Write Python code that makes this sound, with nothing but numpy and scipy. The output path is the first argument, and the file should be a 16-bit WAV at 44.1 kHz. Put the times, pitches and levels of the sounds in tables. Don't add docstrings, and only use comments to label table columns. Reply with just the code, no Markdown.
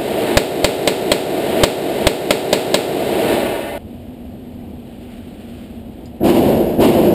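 import sys
import numpy as np
from scipy import signal
from scipy.fft import rfft, irfft
from scipy.io import wavfile

SR = 44100
rng = np.random.default_rng(int(sys.argv[2]) if len(sys.argv) > 2 else 0)


def dump_mix(stems):
    frames = np.atleast_2d(stems).T
    limited = np.clip(frames, -1, 1)
    pcm = np.round(limited * 32767).astype(np.int16)
    wavfile.write(sys.argv[1], SR, pcm)


N = 314852
T = np.arange(N) / SR
FREQS = np.arange(N // 2 + 1) * SR / N


def from_db(db):
    return 10 ** (np.asarray(db) / 20)


def delayed(x, s):
    return np.interp(np.arange(N) - round(s * SR), np.arange(N), x, left=0, right=0)


def rising(s):
    return 1 - np.exp(-(T / s) ** 2)


def dying(t60):
    return np.exp(-np.log(1000) * T / t60)


def hump(centre_s, width_s):
    return np.exp(-((T - centre_s) / width_s) ** 2)


def low_pass(x, hz, order):
    return irfft(rfft(x) / np.sqrt(1 + (FREQS / hz) ** (2 * order)), N)


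def drift(rate_hz):
    slow = low_pass(rng.standard_normal(N), rate_hz, order=2)
    return slow / slow.std()


def noise(colour, resonances=()):
    hz, db = np.transpose(colour)
    octave = np.log2(FREQS + 1)
    octaves_outside = np.abs(octave - np.clip(octave, np.log2(hz[0]), np.log2(hz[-1])))
    shape_db = np.interp(octave, np.log2(hz), db) - 40 * octaves_outside
    for centre, width, lift in resonances:
        shape_db += lift / (1 + (2 * (FREQS - centre) / width) ** 2)
    x = irfft(rfft(rng.standard_normal(N)) * from_db(shape_db), N)
    return x / x.std()


def struck(tones):
    return sum(from_db(db) * dying(t60) * np.sin(2 * np.pi * hz * T) for hz, db, t60 in tones)


# f/Hz, level/dB, time to fade 60 dB/s
PARTITION_TONES = [(351, -0.5, 0.52), (459, 15, 0.038), (581.5, 11.5, 0.13), (1290, 7, 0.035),
                   (2162, 16.5, 0.029), (3220, 4, 0.044)]
def muzzle_blast(hz=561, rise_s=0.0014, t60=0.021, blast_db=24.5):
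    wave = from_db(blast_db) * rising(rise_s) * dying(t60) * np.sin(2 * np.pi * hz * T)
    walls = rising(0.002) * struck(PARTITION_TONES)
    return -(wave + walls)


def low_thump(peak_s, thump_db):
    return -from_db(thump_db) * (T / peak_s * np.exp(1 - T / peak_s)) ** 2


def reflections(early_db, early_t60, hall_db, hall_t60, build_s):
    early = from_db(early_db) * dying(early_t60)
    hall = from_db(hall_db) * dying(hall_t60)
    return rising(build_s) * np.hypot(early, hall)


# f/Hz, level/dB
LINGERING_TONES = [(575, 1.5), (657, 1), (813, -3), (931, -5.5), (1147, -12), (1464, -10), (1798, -10.5),
                   (2051, -11), (2121, -11), (2326, -17), (2611, -10.5), (2950, -11)]
def booth_ring(ring_db, t60, width_hz):
    power = sum(from_db(2 * db) / (1 + (2 * (FREQS - hz) / width_hz) ** 4) for hz, db in LINGERING_TONES)
    ring = irfft(rfft(rng.standard_normal(N)) * np.sqrt(power), N)
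    return from_db(ring_db) * dying(t60) * ring / ring.std()


# f/Hz, level/dB
BOOTH_BOOM_COLOUR = [(18, -54), (30, -34), (85, -12.5), (113, -12), (157, -9), (215, -4), (248, -3),
                     (310, -1), (424, -0.5), (513, -6), (650, -4), (797, -11.5), (934, -17.5), (1030, -24),
                     (1300, -27.5), (1690, -55), (2860, -120)]
BOOTH_CRACK_COLOUR = [(530, -29), (900, -4.5), (1090, -13), (1660, -9), (1780, -9), (1940, -9), (2100, -8),
                      (3940, -7), (4840, -13.5), (6000, -22), (7800, -63.5), (13200, -120)]
# f/Hz, width/Hz, lift/dB
BOOTH_RESONANCES = [(368, 59, 3), (467, 16, 3), (564, 160, 1.5), (683, 135, 4), (2250, 37, -1)]
def booth_reverberation(treble_t60=4.5, flutter_db=15, flutter_rise_s=0.0035, flutter_t60=0.068):
    boom = reflections(early_db=12, early_t60=0.25, hall_db=3, hall_t60=1.754, build_s=0.0011)
    crack = reflections(early_db=3, early_t60=0.42, hall_db=-10.5, hall_t60=2.35, build_s=0.0028)
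    flutter = from_db(flutter_db) * rising(flutter_rise_s) * dying(flutter_t60)
    bright = noise(BOOTH_CRACK_COLOUR, BOOTH_RESONANCES)
    dull = low_pass(bright, hz=2750, order=3)
    darkening = dull + (bright - dull) * dying(treble_t60)
    ring = booth_ring(ring_db=-18, t60=4.05, width_hz=34)
    return boom * noise(BOOTH_BOOM_COLOUR, BOOTH_RESONANCES) + np.hypot(crack, flutter) * darkening + ring


def wall_echo(lag_s, width_s, echo_db):
    return from_db(echo_db) * hump(lag_s, width_s) * noise(BOOTH_BOOM_COLOUR, BOOTH_RESONANCES)


# f/Hz, level/dB
GAS_COLOUR = [(1100, -15), (1350, 2.5), (1800, -10), (2150, -2), (2700, -5.5), (3600, 2.5), (4600, 1),
              (5600, -13)]
# t/s, level/dB, extra thump/dB, extra slap off the near wall/dB
BOOTH_SHOTS = [(-.27, 0.5, 0, 0), (0.3701, -2, 9.5, -5.5), (0.6434, -2, 4, -0.5), (0.8743, -3.5, -15, 0.5),
               (1.1163, -2, -1, 0), (1.6343, -1.5, 7, 1.5), (2.0678, -2.5, 10, -1.5), (2.306, -2, -12, 1),
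               (2.5282, 0.5, -15, 0.5), (2.7422, 1.5, -19, 0.5)]
def booth_shots(gas_db=18.5, gas_t60=0.043, gas_rise_s=0.0011):
    bang = muzzle_blast() + booth_reverberation() + wall_echo(lag_s=0.05, width_s=0.0063, echo_db=6.5)
    thump = low_thump(peak_s=0.0015, thump_db=10.5)
    slap = wall_echo(lag_s=0.006, width_s=0.0024, echo_db=19)
    burst = from_db(gas_db) * rising(gas_rise_s) * dying(gas_t60)
    rush = noise(GAS_COLOUR)
    out = np.zeros(N)
    for s, db, thump_db, slap_db in BOOTH_SHOTS:
        gas = burst * np.roll(rush, rng.integers(N))
        shot = bang + gas + from_db(thump_db) * thump + from_db(slap_db) * slap
        out += from_db(db) * delayed(shot, s)
    return out


# f/Hz, level/dB
RUMBLE_COLOUR = [(12, -38), (20, -15.5), (87, -2.5), (105, -7.5), (119, -8.5), (184, -9.5), (204, -2),
                 (235, 0), (270, -7), (357, -10), (433, -14), (718, -16), (826, -23.5), (1300, -42),
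                 (1690, -68), (2860, -120)]
HISS_COLOUR = [(590, -13), (1000, -27), (1140, -7), (1640, -5.5), (2040, -5.5), (2320, -4), (3010, -2),
               (4790, -12.5), (6000, -24), (7800, -63), (13200, -120)]
# f/Hz, width/Hz, lift/dB
DUCT_RESONANCES = [(80, 5.7, 1.5), (228, 9.4, 1)]
# t/s, width/s, lift/dB
HISS_SWELLS = [(5.13, 0.21, 5), (5.56, .18, 6)]
def ventilation(rumble_db=-33, hiss_db=-54, fan_hz=245, fan_db=-37, waver_hz=5, waver_db=0.7):
    pitch_hz = fan_hz + waver_hz * drift(rate_hz=7.65)
    fan = from_db(fan_db) * np.sin(2 * np.pi * np.cumsum(pitch_hz) / SR)
    rumble = from_db(rumble_db + waver_db * drift(rate_hz=8.7)) * noise(RUMBLE_COLOUR, DUCT_RESONANCES)
    lift_db = sum(db * hump(s, width_s) for s, width_s, db in HISS_SWELLS)
    hiss = from_db(hiss_db + lift_db + waver_db * drift(rate_hz=16)) * noise(HISS_COLOUR)
    return rumble + hiss + fan


# t/s, level/dB
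METAL_TAPS = [(3.333, -37), (6.057, -44.5)]
# f/Hz, level/dB, time to fade 60 dB/s
METAL_TONES = [(3750, -11, .04), (4150, -2, .04), (4600, 0, 0.037), (4850, -2, .06), (5030, -5, 0.11)]
def clinks():
    return sum(from_db(db) * delayed(struck(METAL_TONES), s) for s, db in METAL_TAPS)


def swell(level_db, attack_s, softness, hold_s, t60):
    fade = from_db(-60 * np.maximum(T - hold_s, 0) / t60)
    return from_db(level_db) * (1 - np.exp(-T / attack_s)) ** softness * fade


# f/Hz, level/dB
LANE_BOOM_COLOUR = [(18, -51), (30, -19), (60, -14.5), (123, -10.5), (182, -6.5), (235, 1), (290, -5),
                    (351, 0.5), (426, -7), (469, -6), (647, -6.5), (810, -18), (952, -28), (1150, -47),
                    (1400, -35), (1820, -38), (3080, -120)]
LANE_CRACK_COLOUR = [(590, 5.5), (1000, 1), (1160, -6.5), (1420, -12.5), (1890, -10), (2160, -9),
                     (2900, -7.5), (3630, -11.5), (5010, -15), (6000, -24.5), (7800, -61), (13200, -120)]
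# f/Hz, width/Hz, lift/dB
LANE_RESONANCES = [(247, 22, -4), (352, 21, 0.5), (2820, 350, 3)]
# f/Hz, level/dB, time to fade 60 dB/s
LANE_TONES = [(245.6, -1, 0.83), (334, -3, 1), (356, -1.5, 1)]
# t/s, level/dB, crack delay/s, echo delay/s, echo level/dB
LANE_SHOTS = [(6.202, 1, .016, 0.102, -11), (6.774, 5.5, .006, .085, -9)]
def lane_shots(echo_rise_s=0.0028, scatter_db=-9, scatter_t60=0.7):
    boom_shape = swell(level_db=-10, attack_s=0.037, softness=0.83, hold_s=0.23, t60=2.2)
    crack_shape = swell(level_db=-19, attack_s=0.018, softness=4.2, hold_s=0.079, t60=1.4)
    ring = struck(LANE_TONES)
    out = np.zeros(N)
    for s, db, crack_lag, echo_lag, echo_db in LANE_SHOTS:
        boom = boom_shape * noise(LANE_BOOM_COLOUR, LANE_RESONANCES)
        crack = crack_shape * noise(LANE_CRACK_COLOUR, LANE_RESONANCES)
        scatter = from_db(scatter_db) * dying(scatter_t60) * noise(LANE_BOOM_COLOUR, LANE_RESONANCES)
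        echo = from_db(echo_db) * rising(echo_rise_s) * (ring + scatter)
        shot = boom + delayed(crack, crack_lag) + delayed(echo, echo_lag)
        out += from_db(db) * delayed(shot, s)
    return out


def scene(jump_s=3.779):
    shots = np.where(T < jump_s, booth_shots(), lane_shots())
    return (shots + ventilation() + clinks())[None]


def gain_control(x, limit_db=-8, down_db_per_s=1950, up_db_per_s=48, start_cut_db=15, window_s=0.0034):
    keep = np.exp(-1 / (window_s * SR))
    power = signal.lfilter([1 - keep], [1, -keep], x ** 2)
    excess_db = np.maximum(10 * np.log10(power + 1e-12) - limit_db, 0)
    excess_db[0] = start_cut_db
    held_db = np.maximum.accumulate(excess_db + up_db_per_s * T) - up_db_per_s * T
    cut_db = np.minimum.accumulate(held_db - down_db_per_s * T) + down_db_per_s * T
    return x * from_db(-cut_db)


def overload(x, ceiling, sharpness):
    return x / (1 + np.abs(x / ceiling) ** sharpness) ** (1 / sharpness)


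def sample_and_hold(x, rate_hz=12000):
    slow = signal.resample_poly(x, rate_hz, SR)
    steps = np.repeat(slow, 4)
    return signal.resample_poly(steps, SR, 4 * rate_hz)[:N]


def record(dry):
    flattened = overload(gain_control(dry[0]), ceiling=0.74, sharpness=8)
    gritty = sample_and_hold(low_pass(flattened, hz=6260, order=14))
    return low_pass(np.clip(gritty, -1, 1), hz=15350, order=150)[None]


dry = scene()
out = record(dry)
dump_mix(out)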